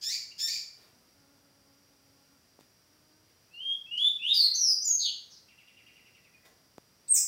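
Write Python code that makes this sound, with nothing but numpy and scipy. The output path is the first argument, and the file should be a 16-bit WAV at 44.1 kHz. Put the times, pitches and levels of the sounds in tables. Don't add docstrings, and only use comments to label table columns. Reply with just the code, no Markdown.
import sys
import numpy as np
from scipy import signal
from scipy.fft import rfft, irfft, next_fast_len
from scipy.io import wavfile
from scipy.ndimage import uniform_filter1d

SR = 44100
rng = np.random.default_rng(int(sys.argv[2]) if len(sys.argv) > 2 else 0)


def dump_mix(stems):
    frames = np.atleast_2d(stems).T
    limited = np.clip(frames, -1, 1)
    pcm = np.round(limited * 32767).astype(np.int16)
    wavfile.write(sys.argv[1], SR, pcm)


N = 320607
TIME = np.arange(N) / SR
PROGRESS = np.linspace(0, 1, 120)
TOP_HZ = 15750


def undb(db):
    return 10 ** (np.asarray(db) / 20)


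def unit(x):
    return x / np.sqrt(np.mean(x ** 2))


def on_log(hz, points):
    f, value = np.transpose(points)
    return np.interp(np.log(np.maximum(hz, 1)), np.log(f), value)


def shaped(x, gain):
    size = next_fast_len(len(x))
    hz = np.arange(size // 2 + 1) * SR / size
    return irfft(rfft(x, size) * gain(hz), size)[:len(x)]


def coloured(x, eq):
    return unit(shaped(x, lambda f: undb(on_log(f, eq))))


def waver(size, rate_hz):
    return unit(shaped(rng.standard_normal(size + SR), lambda f: 1 / (1 + (f / rate_hz) ** 4)))[:size]


def add(track, start, sound):
    i = max(int(start * SR), 0)
    track[i:i + len(sound)] += sound[:N - i]


def edges(t, attack_s, release_s):
    return 1 - np.clip(np.minimum(t / attack_s, (t[-1] - t) / release_s), 0, 1)


def gesture(points):
    times, *columns = np.transpose(points)
    t = np.arange(times[0], max(times[-1], times[0] + .01), 1 / SR)
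    curves = [uniform_filter1d(np.interp(t, times, column), size=300) for column in columns]
    gate = np.clip(np.minimum(t - t[0], t[-1] - t) / .004, 0, 1)
    return *curves, gate


def trembling_phase(hz, jitter, rate_hz):
    return 2 * np.pi * np.cumsum(hz * (1 + jitter * waver(len(hz), rate_hz))) / SR


# (harmonic number, level [dB])
WHISTLE_PARTIALS = [(1, -1), (2, -31.5), (3, -35), (4, -47)]


def gliding_tone(points, jitter, jitter_hz, bright_db=0, partials=WHISTLE_PARTIALS):
    hz, db, gate = gesture(points)
    phase = trembling_phase(hz, jitter, jitter_hz)
    tone = sum(undb(partial_db + bright_db * (k > 1)) * np.sin(k * phase) * (k * hz < SR / 2)
               for k, partial_db in partials)
    return np.sqrt(2) * tone * undb(db) * gate


# (frequency [Hz], gain [dB])
ROOM_TONE_EQ = [(15, -45), (25, -14.5), (91, 2.5), (260, -1.5), (297, -3.5), (421, -5), (567, -6),
                (895, -10), (1410, -9.5), (3930, -14.5), (4750, -8), (5280, -12), (5730, -9.5),
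                (6380, -16.5), (15500, -18.5)]


def room_tone(level_db=-66, drift_db=-0.26):
    return undb(level_db + drift_db * waver(N, 1.8)) * coloured(rng.standard_normal(N), ROOM_TONE_EQ)


# (centre [Hz], width [Hz], level [dB])
HIGH_TONE_BANDS = [(4865, 240, -75.5), (5650, 340, -75)]


def high_tone():
    out = np.zeros(N)
    for hz, width, db in HIGH_TONE_BANDS:
        band = shaped(rng.standard_normal(N), lambda f: 1 / (1 + ((f - hz) / width) ** 2) ** 2)
        out += undb(db) * unit(band)
    return out


# (harmonic number, level [dB])
DRONE_PARTIALS = [(1, 0.5), (2, -7), (3, -10), (4, -14), (5, -10.5)]
# (time [s], length [s], start pitch [Hz], end pitch [Hz], level [dB])
DRONE_NOTES = [(0.901, 0.235, 234.6, 262.3, -73.5), (1.12, 1.26, 281.2, 275.8, -73),
               (2.829, .5, 297, 314, -75.5)]


def far_drone(fade_db=7, fade_s=0.074):
    out = np.zeros(N)
    for start, length, from_hz, to_hz, db in DRONE_NOTES:
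        t = PROGRESS * length
        hz = from_hz + (to_hz - from_hz) * PROGRESS
        level = db - fade_db * edges(t, fade_s, fade_s)
        points = list(zip(start + t, hz, level))
        tone = gliding_tone(points, jitter=0.013, jitter_hz=24.8, partials=DRONE_PARTIALS)
        add(out, start, tone * undb(2.6 * waver(len(tone), rate_hz=11)))
    return out


# (time [s], push level [dB], contact time [s], tick level [dB])
BUMPS = [(2.591, -40, 0.001, -54), (2.61, -46.5, 0.0014, -42), (6.7822, -31, 0.0011, -38)]


def knocks():
    push, touch = np.zeros((2, N))
    for at, push_db, contact, tick_db in BUMPS:
        push += undb(push_db) * np.exp(-(np.pi * (TIME - at) / contact) ** 2)
        touch += undb(tick_db) * np.exp(-(np.pi * (TIME - at + contact / 2) / contact) ** 2)
    thud = signal.sosfilt(signal.butter(2, 160, "high", fs=SR, output="sos"), push)
    tick = shaped(touch * rng.standard_normal(N), lambda f: 1 / np.hypot(1, f / 2500))
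    return thud + tick


# (time [s], level [dB], half-width [s])
CAGE_SCUFFS = [(0.81, -66, 0.063), (2.603, -64, 0.0068), (3.3, -74, 0.016), (6.459, -57.5, 0.009)]
# (frequency [Hz], gain [dB])
SCUFF_EQ = [(100, -13), (300, 5), (1200, -1), (4000, -2), (9000, -10.5), (15000, -10)]


def scuffs():
    swell = sum(undb(db) * np.exp(-((TIME - at) / width) ** 2) for at, db, width in CAGE_SCUFFS)
    return swell * coloured(rng.standard_normal(N), SCUFF_EQ)


# (frequency [Hz], time to fall 60 dB [s])
REVERB_DECAY = [(500, 0.98), (3000, 0.41), (5000, 0.51), (8000, 0.41), (15000, 0.37)]
# (delay [s], gain [dB])
REFLECTIONS = [(.0013, -27.5), (.0043, -18.5)]
# (time [s], gain [dB])
DIRECT_LEVEL = [(0, 1.5), (.45, 2.5), (.6, -10), (3.7, 5), (4.1, 2.5), (4.45, -1.5), (5.05, 1), (5.5, -3.5),
                (7.12, 1.5), (7.18, -10.5)]


def room(x, tail_db=2, predelay_s=0.0015, build_s=0.0035):
    t = TIME[:SR]
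    noise, tail = rng.standard_normal(SR), np.zeros(SR)
    centres, decays = np.transpose(REVERB_DECAY)
    for weights, t60 in zip(np.eye(len(centres)), decays):
        band = list(zip(centres, weights))
        tail += shaped(noise, lambda f: on_log(f, band)) * undb(-60 * t / t60)
    tail *= np.clip((t - predelay_s) / build_s, 0, 1)
    response = undb(tail_db) * tail / np.sqrt(np.sum(tail ** 2))
    for delay, db in REFLECTIONS:
        response[int(delay * SR)] += undb(db)
    direct = x * undb(np.interp(TIME, *np.transpose(DIRECT_LEVEL)))
    return direct + signal.fftconvolve(x, response)[:N]


def airy(tone, air_db, spread_hz=2200):
    flutter = unit(shaped(rng.standard_normal(len(tone)), lambda f: 1 / (1 + (f / spread_hz) ** 2)))
    hiss = shaped(tone * flutter, lambda f: 1 / (1 + (2500 / (f + 1)) ** 4))
    return tone + undb(air_db) * hiss


def trill(start=5.497, period_s=.0948, count=11, top_hz=2850, crest_s=5.76, crest_db=-55.5):
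    out = np.zeros(N)
    times = start + period_s * np.arange(count)
    sink = .28 * np.exp((times - times[-1]) / 0.1224)
    levels = crest_db - 21 * (times - crest_s) ** 2
    lead_s, fall_s = 0.015, 0.0303
    for at, hz, db in zip(times, top_hz * (1 - sink), levels):
        points = [(at - lead_s, hz * .95, db + 2),
                  (at, hz, db),
                  (at + fall_s / 3, hz * .85, db - 7),
                  (at + fall_s, hz * .7, db - 7)]
        pip = gliding_tone(points, jitter=0.034, jitter_hz=503)
        add(out, at - lead_s, airy(pip, air_db=-4.5, spread_hz=520))
    return out


def song_note(points, rough, bright_db):
    tone = gliding_tone(points, jitter=.07 * rough, jitter_hz=402, bright_db=bright_db)
    return airy(tone, air_db=-21 + 20 * np.log10(max(rough, .01)))


# (time [s], lead-in [s], length [s], start pitch [Hz], end pitch [Hz],
# steepest after [s], top level [dB], swell [dB], roughness [0-1], overtone gain [dB])
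RISING_NOTES = [(3.541, 0.033, .2, 2774, 3280, .06, -33, 18, 0.08, -10),
                (3.915, 0.053, 0.17, 2840, 3524, .078, -22.5, 16, 0.13, -7),
                (4.224, .034, .11, 2740, 3820, .052, -24, 9.5, .3, -5.5)]


def rising_whistles(step_share=.58, step_s=.016, lead_db=-17):
    out = np.zeros(N)
    for start, lead_s, length, from_hz, to_hz, steep_s, db, swell_db, rough, bright_db in RISING_NOTES:
        t = PROGRESS * length
        step = (1 + np.tanh((t - steep_s) / step_s)) / 2
        lift = step_share * step + (1 - step_share) * PROGRESS
        hz = from_hz + (to_hz - from_hz) * lift
        level = db - swell_db * (1 - (lift + PROGRESS) / 2)
        points = [(start - lead_s, from_hz * .92, level[0] + lead_db),
                  (start - .008, from_hz * .96, level[0] + lead_db * 0.86),
                  *zip(start + t, hz, level),
                  (start + length + 0.011, to_hz * 1.1, db - 20.5)]
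        add(out, start - lead_s, song_note(points, rough, bright_db))
    return out


# (time [s], length [s], start pitch [Hz], end pitch [Hz], bend [1 is straight,
# more levels off], level [dB], crest [share of the note], roughness [0-1], overtone gain [dB])
SLURRED_NOTES = [(.305, 0.031, 2700, 2800, 1, -52, 0.6, 0.61, -15),
                 (3.525, 0.057, 4360, 4200, 1, -65.5, 0.39, 0.35, -13.5),
                 (4.331, 0.14, 5044, 4181, 1.4, -21, .68, .29, 0),
                 (4.455, 0.033, 2260, 1765, 0.98, -56, 0.45, .95, -15.5),
                 (4.536, 0.036, 5600, 6405, 1.5, -27.5, 0.8, 0.41, 1.5),
                 (4.572, .163, 6133, 4746, 1.05, -24.5, 0.67, 0.26, -1),
                 (4.803, .042, 5640, 6300, 1, -32.5, 0.44, 0.27, -3),
                 (4.84, .14, 7390, 6370, 2.7, -27.5, 0.54, .11, -2),
                 (4.984, 0.12, 4700, 2750, .9, -32, .46, 0.58, -5.5),
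                 (5.002, .074, 5098, 4143, 1.4, -31, 0.87, .6, -10),
                 (5.297, 0.071, 6700, 3670, 1.1, -53, 0.44, 0.93, -18)]


def slurred_whistles(arch_db=5, fade_db=17):
    out = np.zeros(N)
    for start, length, from_hz, to_hz, bend, db, crest, rough, bright_db in SLURRED_NOTES:
        t = PROGRESS * length
        hz = to_hz + (from_hz - to_hz) * (1 - PROGRESS) ** bend
        arch = db - arch_db * (PROGRESS / crest - 1) ** 2
        level = arch - fade_db * edges(t, attack_s=.014, release_s=0.012)
        add(out, start, song_note(list(zip(start + t, hz, level)), rough, bright_db))
    return out


# (time [s], length [s], fall time [s],
# fall length [s], top pitch [Hz], end pitch [Hz], level [dB], attack [s])
SYRINX_SIDES = [(7.08, .11, 7.124, 0.057, 8465, 5066, -21, 0.032),
                (7.133, 0.077, 7.142, .046, 8450, 7560, -25.5, 0.01)]


def two_voice_call(db_per_octave=12.5, fade_db=23, square_db=-11, cube_db=-6):
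    first, second = np.zeros((2, N))
    call_start = SYRINX_SIDES[0][0]
    for side, row in zip((first, second), SYRINX_SIDES):
        start, length, fall_at, fall_s, top_hz, end_hz, db, attack_s = row
        t = PROGRESS * length
        fall = (1 - np.cos(np.pi * np.clip((start + t - fall_at) / fall_s, 0, 1))) / 2
        scoop = 1 - .17 * np.exp(-(start + t - call_start) / .004)
        hz = (top_hz + (end_hz - top_hz) * fall) * scoop
        level = db + db_per_octave * np.log2(hz / top_hz)
        level -= fade_db * edges(t, attack_s, release_s=0.013)
        points = list(zip(start + t, hz, level))
        add(side, start, gliding_tone(points, jitter=.006, jitter_hz=400, bright_db=12))
    swing = second / np.abs(second).max()
    joint_swing = swing + first / np.abs(first).max()
    sidebands = first * swing * (undb(square_db) + undb(cube_db) * joint_swing)
    sidebands = shaped(sidebands, lambda f: 1 / (1 + (2150 / (f + 1)) ** 8))
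    return airy(first + second + sidebands, air_db=-30, spread_hz=2100)


# (frequency [Hz], gain [dB])
THROAT_EQ = [(1200, -31.5), (1750, -22.5), (2400, -7.5), (3000, -10.5), (3600, -9), (4780, 7.5), (5400, 1),
             (6100, -3), (7300, -5.5), (8500, -18.5), (11500, -24.5), (14500, -18), (16000, -21)]


def harsh_voice(points, rasp_db=-1):
    hz, db, rough, gate = gesture(points)
    phase = trembling_phase(hz, jitter=.075 * rough, rate_hz=600)
    stack = unit(sum(np.cos(k * phase) * (k * hz < TOP_HZ) for k in range(1, 10)))
    rasp = rng.standard_normal(len(hz)) * (1 + np.cos(phase)) * rough * undb(rasp_db)
    return coloured(stack + rasp, THROAT_EQ) * undb(db) * gate


# (time [s], length [s], pitch [Hz], level [dB])
SONG_RASPS = [(3.974, 0.024, 2074, -52), (4.338, 0.032, 2985, -41), (7.076, 0.027, 3800, -58)]


def brief_rasps(fade_db=13):
    out = np.zeros(N)
    for start, length, hz, db in SONG_RASPS:
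        add(out, start, harsh_voice([(start, hz, db, 1), (start + length, hz, db - fade_db, 1)]))
    return out


# (time [s], clear part [s], break [s], rough part [s], pitch [Hz], level [dB],
# level after the break [dB], roughness of the clear part [0-1])
OPENING_CALLS = [(.01, .074, .036, .092, 1680, -33.5, -37.5, 0.14),
                 (.378, .096, .012, .098, 1690, -31, -37, 0.09)]


def breaking_calls(attack_s=.026, creep=1.075, onset_rough=0.656, broken_rough=0.623):
    out = np.zeros(N)
    for start, clear_s, break_s, rough_s, hz, db, broken_db, clear_rough in OPENING_CALLS:
        crack = start + clear_s
        points = [(start, hz * .97, db - 22, onset_rough),
                  (start + attack_s, hz * 1.015, db - 4.5, onset_rough),
                  (start + 2 * attack_s, hz * creep ** .75, db - 2.25, clear_rough),
                  (crack, hz * creep, db, clear_rough),
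                  (crack + break_s, hz * 1.3, broken_db, broken_rough),
                  (crack + rough_s * .7, hz * 1.45, broken_db, broken_rough),
                  (crack + rough_s, hz * 1.33, broken_db - 3.5, broken_rough)]
        add(out, start, harsh_voice(points))
    return out


# (frequency [Hz], gain [dB])
BEAK_EQ = [(3000, -2.5), (6500, -0.5), (8200, -1.5), (9800, 5.5), (11800, 1.5), (13000, 1), (14200, 10),
           (15800, -2)]


def bird():
    whistles = two_voice_call() + rising_whistles() + slurred_whistles() + trill()
    return shaped(whistles, lambda f: undb(on_log(f, BEAK_EQ))) + breaking_calls() + brief_rasps()


def scene():
    cage = room(bird() + scuffs())
    return (cage + knocks() + room_tone() + high_tone() + far_drone())[None]


def record(dry):
    thin = signal.sosfilt(signal.butter(2, 42, "high", fs=SR, output="sos"), dry)
    return signal.sosfilt(signal.ellip(10, .2, 70, TOP_HZ, fs=SR, output="sos"), thin)


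dry = scene()
out = record(dry)
dump_mix(out)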